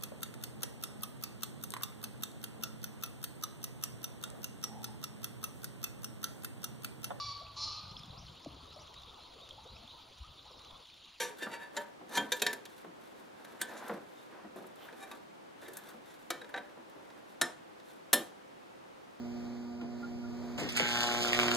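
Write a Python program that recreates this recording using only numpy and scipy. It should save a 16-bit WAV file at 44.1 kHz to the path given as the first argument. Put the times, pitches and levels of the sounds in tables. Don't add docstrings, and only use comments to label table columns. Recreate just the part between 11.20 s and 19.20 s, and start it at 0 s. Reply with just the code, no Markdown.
import sys
import numpy as np
from scipy import signal
from scipy.fft import rfft, irfft, next_fast_len
from scipy.io import wavfile
from scipy.ndimage import uniform_filter1d, map_coordinates

SR = 44100
rng = np.random.default_rng(int(sys.argv[2]) if len(sys.argv) > 2 else 0)


def wrap_up_sound(samples):
    columns = np.atleast_2d(samples).T
    tamed = np.clip(columns, -1, 1)
    steps = np.round(tamed * 32767).astype(np.int16)
    wavfile.write(sys.argv[1], SR, steps)


N = 352800
RING_N = SR // 2
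RING_T = np.arange(RING_N) / SR

# (frequency [Hz], level [dB], t60 [s])
COVER_MODES = [(215, -19, .2), (422, -10, .18), (502, -9, .21), (582, -10, .25), (722, -13, .16),
               (780, -16, .16), (925, -9, .21), (960, -8, .22), (1160, -16, .14), (1540, -6, .2),
               (1605, -7, .15), (1750, -3, .19), (1935, -14, .13), (2290, -13, .17), (2385, -12, .15),
               (2560, -14, .09), (2690, -17, .15), (2780, -19, .15), (3110, -15, .13), (3205, -10, .15),
               (3410, -18, .17), (3610, -9, .08), (3770, -7, .075), (3840, -12, .045), (4340, -14, .09),
               (4620, -17, .17), (5315, -16, .15), (5865, -14, .07), (6100, -16, .075), (6820, -17, .16),
               (6930, -14, .1), (7190, -9, .06), (7565, -16, .14), (8110, -13, .07), (10060, -17, .1),
               (11320, -17, .1), (11850, -18, .14), (13450, -21, .14)]
CASE_MODES = [(171.6, -7, .13), (213, -7, .17), (345, -2, .19), (507, -3, .26), (584, -4, .18),
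              (717, -3.5, .18), (824, -7, .15), (1310, -5, .1), (1418, -5, .13), (1560, -3, .2),
              (1655, -5, .12), (1785, 0, .18), (2280, -11, .18), (3125, -8, .23), (3235, -9, .25),
              (3533, -6, .2), (3850, -5, .12), (4190, -6, .14), (5325, -9, .21), (7140, -5, .14),
              (7565, -10, .18), (8060, -4, .12), (8180, -7, .15), (9540, -8, .12), (9997, -5, .13),
              (10550, -7, .14), (11285, -3, .09), (13445, -14, .14)]
# (frequency [Hz], level [dB])
COVER_COLOUR = [(60, -36.5), (130, -45), (220, 0), (420, 3.5), (800, -1), (1200, -4), (1680, 11),
                (2200, 2.5), (2850, -1.5), (3700, 6.5), (5000, -2.5), (7600, -0.5), (9000, -2.5),
                (11300, 3), (14000, -2.5), (16000, -10)]
CASE_COLOUR = [(60, -24), (120, -18), (200, 0.5), (330, 4.5), (450, 2), (720, 7), (950, 7), (1400, 9),
               (1800, 5.5), (2500, -2), (3400, 1), (4000, 2), (4700, -4.5), (7600, -1), (9000, -2.5),
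               (11300, 3), (13500, 1.5), (16000, -9)]
# (frequency [Hz], side minus mid [dB])
SKIN_WIDTH = [(100, -19), (400, -24), (1500, -20), (6000, -3)]


def amp(db):
    return 10 ** (np.asarray(db) / 20)


def unit(x):
    return x / np.sqrt(np.mean(x ** 2) + 1e-20)


def along(points, hz):
    knots_hz, values = np.transpose(points)
    return np.interp(np.log(hz + 1), np.log(knots_hz + 1), values)


def filtered(x, response):
    n = x.shape[-1]
    n_fft = next_fast_len(n + 4096)
    return irfft(rfft(x, n_fft) * response(np.fft.rfftfreq(n_fft, 1 / SR)), n_fft)[..., :n]


def coloured(x, colour):
    return filtered(x, lambda hz: amp(along(colour, hz)))


def add(track, start_s, sound):
    start = round(start_s * SR)
    part = sound[:, max(-start, 0):N - start]
    track[:, max(start, 0):][:, :part.shape[1]] += part


def diffuse(colour, width, n):
    mid, side = coloured(rng.standard_normal((2, n)), colour)
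    side = coloured(side, width)
    return np.array([mid + side, mid - side]) / np.std(mid)


def room_hiss():
    # (frequency [Hz], density [dB])
    colour = [(15, -40), (25, -18), (70, -15), (94, -9), (223, -0.5), (263, -0.5), (317, 1.5), (476, -3),
              (516, 1), (624, -4), (818, -3), (3620, -16), (4740, -20), (11600, -29.5), (16000, -36.5)]
    # (frequency [Hz], side minus mid [dB])
    width = [(60, -11), (130, -2.5), (290, 4.5), (640, 6.5), (1410, 2.5), (3100, -0.5), (6820, -3),
             (15000, 1)]
    return amp(-58.5) * diffuse(colour, width, N)


def mic_pair(hz, lobe_hz=300, beaming_per_10khz=.11):
    # (frequency [Hz], left minus right [dB])
    lean = [(60, -2.5), (110, 3.5), (200, 1), (380, 0.5), (700, 0), (1290, 0), (2380, 0.5), (4400, -0.5),
            (8120, -1), (15000, 2.5)]
    # (frequency [Hz], left lead [rad])
    lead = [(100, 0.34), (2000, 0.098), (4000, 0.192), (7000, .8), (11000, 1.1), (15000, 1.7)]
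    knots = rng.standard_normal((2, SR // lobe_hz))
    level, phase = (map_coordinates(row, [hz / lobe_hz]) for row in knots)
    lobes = np.exp(beaming_per_10khz * hz / 10000 * (level + 1j * phase))
    left = amp(along(lean, hz) / 2) * np.exp(.5j * along(lead, hz)) * lobes
    return np.array([left, 1 / left])


def in_room(x, wet_db=0, build_s=0.00098, widen_s=.05):
    # (frequency [Hz], t60 [s])
    decay = [(150, 0.31), (700, 0.37), (3000, 0.32), (8000, 0.33), (14000, 0.22)]
    # (frequency [Hz], level before wet_db [dB])
    colour = [(150, 8), (500, 1), (1500, -6), (5000, -13), (12000, -17)]
    # (frequency [Hz], side minus mid [dB])
    width = [(100, -9.5), (300, -23), (700, -7.5), (1500, -8.5), (4000, -6), (12000, 4)]
    hz, t, bins = signal.stft(diffuse([(20, 0), (20000, 0)], width, RING_N), SR, nperseg=256)
    mid = bins.mean(axis=0)
    bins = mid + (bins - mid) * (1 - np.exp(-t / widen_s))
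    fade = amp(-60 * t / along(decay, hz)[:, None]) * (1 - np.exp(-t / build_s))
    fade *= amp(along(colour, hz))[:, None] / np.sqrt(RING_N * np.mean(fade ** 2, axis=1, keepdims=True))
    tail = signal.istft(bins * fade, SR, nperseg=256)[1]
    echo = signal.fftconvolve(x[None], tail, axes=1)[:, :len(x)]
    return filtered(x, mic_pair) + amp(wet_db) * echo


def radiated(x):
    return signal.sosfilt(signal.butter(3, 140, "high", fs=SR, output="sos"), x)


def voiced(x, level_db, tilt_db_oct, thud_db, bite_db):
    octaves = np.log2(np.array([1300, 3900, 10000]) / 1300)
    crests_db = level_db + np.append(thud_db, tilt_db_oct * octaves) + [0, 0, bite_db, 0]
    out = 0
    for split_hz, db in zip((700, 2500, 6000, None), crests_db):
        band = x
        if split_hz:
            crossover = [signal.butter(2, split_hz, kind, fs=SR, output="sos") for kind in ("low", "high")]
            band, x = (signal.sosfilt(np.tile(sos, (2, 1)), x) for sos in crossover)
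        crest_power = uniform_filter1d(np.mean(band ** 2, axis=0), size=441).max()
        out = out + band * amp(db) / np.sqrt(crest_power + 1e-20)
    return out


def dense_modes(t60_s, colour=COVER_COLOUR):
    return amp(-60 * RING_T / t60_s) * unit(coloured(rng.standard_normal(RING_N), colour))


def ringing(modes, scatter_db=2.5):
    hz, db, t60_s = np.transpose(modes)[:, :, None]
    db = db + rng.normal(0, scatter_db, hz.shape)
    phase = 2 * np.pi * (hz * RING_T + rng.random(hz.shape))
    return np.sum(amp(db - 60 * RING_T / t60_s) * np.sin(phase), axis=0)


def singing(modes, struck, push, blur_hz=4.9):
    if not struck:
        return 0
    out = 0
    for near_hz, db in struck:
        hz, _, t60_s = min(modes, key=lambda mode: abs(mode[0] - near_hz))
        energy = signal.lfilter([1], [1, -amp(-60 / (t60_s * SR)) ** 2], push ** 2)
        linewidth_hz = blur_hz + .004 * hz
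        drift = uniform_filter1d(rng.standard_normal(len(push)), size=200)
        phase = np.cumsum(2 * np.pi * hz / SR + np.sqrt(2 * np.pi * linewidth_hz / SR) * drift)
        out = out + amp(db) * np.sqrt(energy / energy.max()) * np.sin(phase)
    return in_room(radiated(out), wet_db=-7.5)


def swell(rise_s, fall_s):
    t = np.arange(2 * RING_N) / SR - rise_s
    return amp(-60 * np.maximum(-t / rise_s, t / fall_s))


def slips(n, rate_hz, spread_db):
    jerks = (rng.random(n) < rate_hz / SR) * rng.standard_normal(n)
    return jerks * amp(spread_db * rng.standard_normal(n))


def chatter(span_s, rebound=0.89, count=5):
    when = np.append(0, rng.uniform(0, 1, count))
    size = np.append(1, rebound * (1 - when[1:]))
    return np.bincount((when * span_s * SR).astype(int), size, RING_N)


def clack(span_s, t60_s, colour, cutoff_hz):
    bins = rfft(signal.fftconvolve(chatter(span_s), dense_modes(t60_s, colour))[:RING_N])
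    hz = np.fft.rfftfreq(RING_N, 1 / SR)
    whitened = bins / np.sqrt(np.abs(uniform_filter1d(np.abs(bins) ** 2, size=130)) + 1e-12)
    softness = np.sqrt(1 + (hz / cutoff_hz) ** 10)
    sound = irfft(whitened * amp(along(colour, hz)) / softness, RING_N)
    return unit(sound * (RING_T < RING_T[-1] / 2))


def blows(contacts, modes, colour, dense_t60_s, ring_db, attack_s, wet_db, gain_db):
    out = np.zeros((2, N))
    for time_s, level_db, tilt_db_oct, thud_db, bite_db, cutoff_hz, span_s, struck in contacts:
        hit = clack(span_s, dense_t60_s, colour, cutoff_hz) + amp(ring_db) * unit(ringing(modes))
        hit *= 1 - np.exp(-RING_T / attack_s)
        hit = voiced(in_room(radiated(hit), wet_db), level_db + gain_db, tilt_db_oct, thud_db, bite_db)
        push = np.exp(-RING_T / (0.27 * span_s))
        add(out, time_s, hit + singing(modes, struck, push))
    return out


def finger_swishes():
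    # (peak time [s], rise [s], fall [s], level [dB])
    glides = [(2.99, .25, .25, -74), (3.63, 0.28, .33, -59)]
    # (frequency [Hz], density [dB])
    colour = [(800, -25), (2000, -7), (2600, -2), (3200, 3), (4200, -10), (6000, -22), (12000, -35)]
    out = np.zeros((2, N))
    for peak_s, rise_s, fall_s, db in glides:
        pressure = swell(rise_s, fall_s)
        add(out, peak_s - rise_s, amp(db) * pressure * diffuse(colour, SKIN_WIDTH, len(pressure)))
    return out


def grip(start_s, hold_s, attack_s=0.046, release_t60_s=0.4):
    t = np.arange(N) / SR - start_s
    return np.clip(1 + t / attack_s, 0, 1) * amp(-60 * np.clip((t - hold_s) / release_t60_s, 0, 2))


def waver(depth_db=1.43, rate_hz=18):
    position = np.arange(N) * rate_hz / SR
    return amp(depth_db * map_coordinates(rng.standard_normal(int(position[-1]) + 2), [position]))


def hand_rubs(ring_db=-17):
    # (start [s], hold [s], rub [dB], grit [dB])
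    strokes = [(0.197, 0.053, -65, -55.5), (0.572, 0.022, -49.5, -57), (0.936, 0.096, -45.5, -54),
               (1.146, 0.17, -81, -56), (1.51, 0.094, -74, -64.5), (1.797, 0.26, -67, -69),
               (2.205, 0.21, -59.5, -64.5), (2.515, 0.22, -48.5, -62.5), (2.873, 0.19, -79, -71),
               (3.122, 0.08, -55.5, -80), (3.382, 0.033, -61, -63), (3.607, 0.35, -59, -65.5),
               (4.427, 0.28, -59.5, -62.5), (4.878, 0.13, -77, -65.5), (5.16, 0.36, -64.5, -77),
               (5.696, 0.34, -64.5, -76), (6.096, 0.021, -71, -67), (6.684, 0.025, -75.5, -63)]
    # (frequency [Hz], density [dB])
    rub_colour = [(47, -56), (80, -23), (135, -32), (216, -0.5), (371, -2.5), (594, -0.5), (650, -0.5),
                  (1600, -4), (2480, -17.5), (6000, -29.5), (7800, -69), (13200, -120)]
    grit_colour = [(700, -27.5), (1200, 9), (2000, -2.5), (3500, 2), (5200, -1), (8000, 2.5), (11500, 0),
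                   (14000, -1.5), (16000, -8)]
    rub_gain, grit_gain = waver() * sum(amp([[rub_db], [grit_db]]) * grip(start_s, hold_s)
                                        for start_s, hold_s, rub_db, grit_db in strokes)
    sheet = dense_modes(t60_s=0.076) + amp(ring_db) * ringing(COVER_MODES)
    crackle = signal.fftconvolve(slips(N, rate_hz=500, spread_db=4), sheet)[:N]
    grit = unit(in_room(coloured(crackle, grit_colour)))
    return rub_gain * diffuse(rub_colour, SKIN_WIDTH, N) + grit_gain * grit


def desk_bumps(tilt_db_oct=-30, cutoff_hz=4100, span_s=0.00297):
    # (time [s], level [dB], thud [dB])
    bumps = [(0.266, -39, -4.5), (.811, -62, 15), (1.645, -50.5, 5.5), (2.6945, -38, 3),
             (2.713, -48.5, 7.5), (2.741, -57, 12.5), (3.244, -53, 7.5), (3.359, -54, 11),
             (3.383, -59.5, 12), (3.441, -53.5, 1.5), (4.743, -58.5, 8.5), (5.573, -56.5, 7.5),
             (5.756, -62, 12)]
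    contacts = [(time_s, db, tilt_db_oct, thud_db, 0, cutoff_hz, span_s, [])
                for time_s, db, thud_db in bumps]
    return blows(contacts, CASE_MODES, CASE_COLOUR,
                 dense_t60_s=0.064, ring_db=-21, attack_s=0.00026, wet_db=0, gain_db=-2.5)


def edge_squeaks():
    # (peak time [s], rise [s], fall [s], struck modes [(frequency [Hz], level [dB])])
    squeaks = [(2.52, .12, .1, [(13450, -67)]), (2.96, 0.17, 0.11, [(11850, -76), (13450, -76)]),
               (3.645, 0.28, 0.088, [(13450, -61)])]
    out = np.zeros((2, N))
    for peak_s, rise_s, fall_s, struck in squeaks:
        add(out, peak_s - rise_s, singing(COVER_MODES, struck, swell(rise_s, fall_s), blur_hz=60))
    return out


def cover_scrapes(ring_db=-8, thud_db=-9, gain_db=-1):
    # (peak time [s], rise [s], fall [s], level [dB], tilt [dB/oct], bite [dB],
    # struck modes [(frequency [Hz], level [dB])])
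    slides = [(0.017, 0.23, 0.24, -38, -1.5, 1.5, [(925, -40.5), (5865, -45)]),
              (.23, .1, 0.057, -41.5, -3.5, -3, [(925, -47.5), (1750, -39.5), (2780, -49.5), (3610, -46),
              (4620, -54)]), (.335, 0.12, 0.081, -43, -4.5, -2, [(925, -44), (1750, -58), (1935, -52),
              (2290, -51), (2690, -54), (3770, -53), (4620, -54)]),
              (.423, 0.19, 0.18, -48.5, -5, -7, [(925, -59), (1750, -50.5), (2690, -61), (4620, -63)]),
              (.967, 0.14, .049, -41, -1, 3.5, [(960, -38.5), (1750, -34.5)]),
              (2.414, 0.053, 0.015, -46, -3, -2, []), (2.49, 0.14, 0.12, -58, -2.5, -2, [(1750, -57),
              (3770, -64)]), (2.573, 0.074, 0.14, -58, -0.5, 3.5, [(1605, -55), (3770, -68)]),
              (3.835, 0.15, 0.017, -51, -2, -4, [(780, -46.5), (1160, -54), (1750, -54), (2385, -54.5),
              (3770, -56)]), (4.463, 0.13, 0.066, -55, -6, 1, [(1750, -57), (3770, -63)]),
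              (2.98, .33, 0.37, -73, -1.5, 6, [(3610, -69), (3770, -70)]),
              (4.905, .15, 0.083, -63.5, -1.5, 0, [(1935, -63), (3770, -71)])]
    # (frequency [Hz], level [dB])
    drag_colour = [(100, -30), (6500, 2), (11000, 0.5), (13000, -7), (16000, -8)]
    out = np.zeros((2, N))
    for peak_s, rise_s, fall_s, level_db, tilt_db_oct, bite_db, struck in slides:
        pressure = swell(rise_s, fall_s)
        drag = coloured(pressure * slips(len(pressure), rate_hz=9000, spread_db=7), drag_colour)
        sheet = dense_modes(t60_s=0.078) + amp(ring_db) * ringing(COVER_MODES)
        scrape = signal.fftconvolve(drag, sheet)[:len(drag)]
        scrape = voiced(in_room(radiated(scrape)), level_db + gain_db, tilt_db_oct, thud_db, bite_db)
        add(out, peak_s - rise_s, scrape + singing(COVER_MODES, struck, pressure))
    return out


def screwdriver_knocks():
    # (time [s], level [dB], tilt [dB/oct], thud [dB], bite [dB], cut-off [Hz], chatter [s],
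    # struck modes [(frequency [Hz], level [dB])])
    knocks = [(5.1032, -30.5, -0.5, -10, 1.8, 13100, 0.0091, [(345, -42.5), (507, -45), (717, -43),
              (1310, -45), (1560, -60), (1785, -42), (2280, -45), (3125, -48.5), (3850, -46)]),
              (6.213, -25.5, 1, -7.5, 0.61, 9900, .011, [(345, -42.5), (717, -38.5), (1418, -40),
              (1785, -27.5), (3533, -48), (3850, -37), (4190, -42), (5325, -42), (8060, -41)]),
              (6.9298, -26, 4, -2, -0.85, 16000, .015, [(213, -44.5), (345, -40), (507, -40), (584, -38.5),
              (1655, -32.5), (1785, -26.5), (3125, -37.5), (3235, -43.5), (3533, -40), (4190, -44),
              (5325, -42.5), (7140, -42), (8060, -35), (9540, -36), (9997, -31), (11285, -24)])]
    return blows(knocks, CASE_MODES, CASE_COLOUR,
                 dense_t60_s=0.031, ring_db=-13, attack_s=0.0004, wet_db=0.5, gain_db=-6)


def cover_clinks():
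    # (time [s], level [dB], tilt [dB/oct], thud [dB], bite [dB], cut-off [Hz], chatter [s],
    # struck modes [(frequency [Hz], level [dB])])
    clinks = [(.003, -43.5, 2, 1, 7, 11100, 0.0036, [(502, -34), (1605, -38), (1935, -54), (2290, -39)]),
              (.221, -40.5, -7.5, 1.5, 11, 9000, 0.0047, [(422, -51), (502, -55), (925, -43.5)]),
              (.566, -38, -2.5, -20, 7, 10500, 0.0094, [(7190, -37)]),
              (.569, -34.5, -4, -10, 4.5, 9800, 0.013, [(422, -52), (582, -39), (925, -34.5), (1540, -44),
              (1750, -34.5), (3110, -47), (3770, -48)]), (.892, -60.5, 2.5, 12, 0, 15000, 0.011, []),
              (.972, -27.5, -2.5, -4, 2.5, 13000, 0.0092, [(215, -45), (722, -37), (960, -30),
              (1540, -32)]), (.977, -39, -1.5, 2.5, -2, 13000, 0.004, [(2385, -36), (3205, -27.5),
              (3610, -37), (6930, -36)]), (1.119, -34, 1.5, -7, 5.5, 13900, 0.013, [(422, -46),
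              (502, -38.5), (960, -38), (1605, -32.5), (1750, -37), (2385, -41), (3610, -30), (3770, -35),
              (6100, -34), (6930, -40), (7565, -44)]), (1.195, -56, 3, -16, 6, 6000, 0.009, [(2780, -55)]),
              (1.2185, -29, 0.9, -8, 3, 15000, 0.004, [(422, -34.5), (502, -42), (722, -42), (1750, -45),
              (2560, -32.5), (3205, -39), (3770, -36), (4340, -40), (5865, -39), (7190, -31)]),
              (1.2645, -28, -1.5, -8.5, 7.5, 14900, 0.0045, [(960, -42), (1540, -49), (1750, -27),
              (3205, -42), (3770, -34), (5315, -48), (7190, -43)]),
              (1.329, -35, -0.1, -4.5, -3.5, 13900, 0.0088, []), (1.453, -54.5, 2, 2, 7, 15000, 0.0065, []),
              (2.247, -45.5, -2.5, -12, -0.5, 15000, 0.0039, []),
              (2.414, -32, 1, -10, -2, 15700, 0.005, [(1540, -42), (1750, -52), (3110, -47), (3410, -50),
              (3770, -42), (6930, -45), (8110, -32.5)]), (2.68, -62.5, 6, -8, -1, 16000, 0.0043, []),
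              (3.36, -73, 6.5, 3, -11, 16000, 0.0075, []), (3.467, -71.5, 6, -1, -7, 16000, 0.0041, []),
              (3.555, -71, 4.5, -7, -4, 15400, .008, []),
              (3.685, -42.5, -14, -26, 0, 8950, 0.0043, [(1750, -56)]),
              (3.726, -52, -5.5, 4, 7, 12000, 0.0035, [(502, -50), (2560, -58)]),
              (3.913, -46, -1, -2.5, -1, 15000, 0.0075, [(780, -55), (960, -53), (1160, -48), (2560, -53),
              (3770, -52)]), (4.422, -49, -20, 1.5, -3, 9000, 0.015, []),
              (4.481, -49, 0, 5, -2, 15000, 0.008, [(11850, -66)]),
              (4.533, -63.5, 6, -7, -8, 16000, 0.012, []),
              (4.569, -47, 4, -14, -15, 16000, 0.00072, [(11850, -49)]),
              (5.215, -40.5, -6, -8, -5, 12000, 0.0049, [(3840, -46)]),
              (5.244, -49, -6.5, -9, 6, 12000, 0.0055, [(3840, -58)]),
              (5.291, -48, -3.5, -18, -8, 14000, 0.015, []),
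              (5.341, -31, -14, -20, 9, 9000, 0.005, [(502, -50), (582, -48), (722, -44), (780, -40),
              (1160, -45), (2560, -53), (1540, -39), (1750, -45), (3840, -39.5)]),
              (5.361, -35.5, -9, -6, 2, 9000, 0.011, []),
              (5.375, -36, -7.5, -14, -1, 12000, 0.017, [(722, -45), (3840, -43)]),
              (5.696, -65, 2.5, -8, -4, 15000, 0.0044, []),
              (5.901, -53, -5, -10, 4, 14000, .005, [(3840, -59)]),
              (6.598, -60.5, -2.5, 0, 8, 14000, .005, [])]
    return blows(clinks, COVER_MODES, COVER_COLOUR,
                 dense_t60_s=0.029, ring_db=-6.5, attack_s=0.00081, wet_db=-1.5, gain_db=-6.5)


def scene():
    impacts = cover_clinks() + screwdriver_knocks() + desk_bumps()
    friction = cover_scrapes() + edge_squeaks() + hand_rubs() + finger_swishes()
    return impacts + friction + room_hiss()


def record(dry):
    top_hz, edge_hz = 16200, 400
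    return filtered(dry, lambda hz: np.clip((top_hz - hz) / edge_hz + .5, 0, 1))


dry = scene()
out = record(dry)
wrap_up_sound(out)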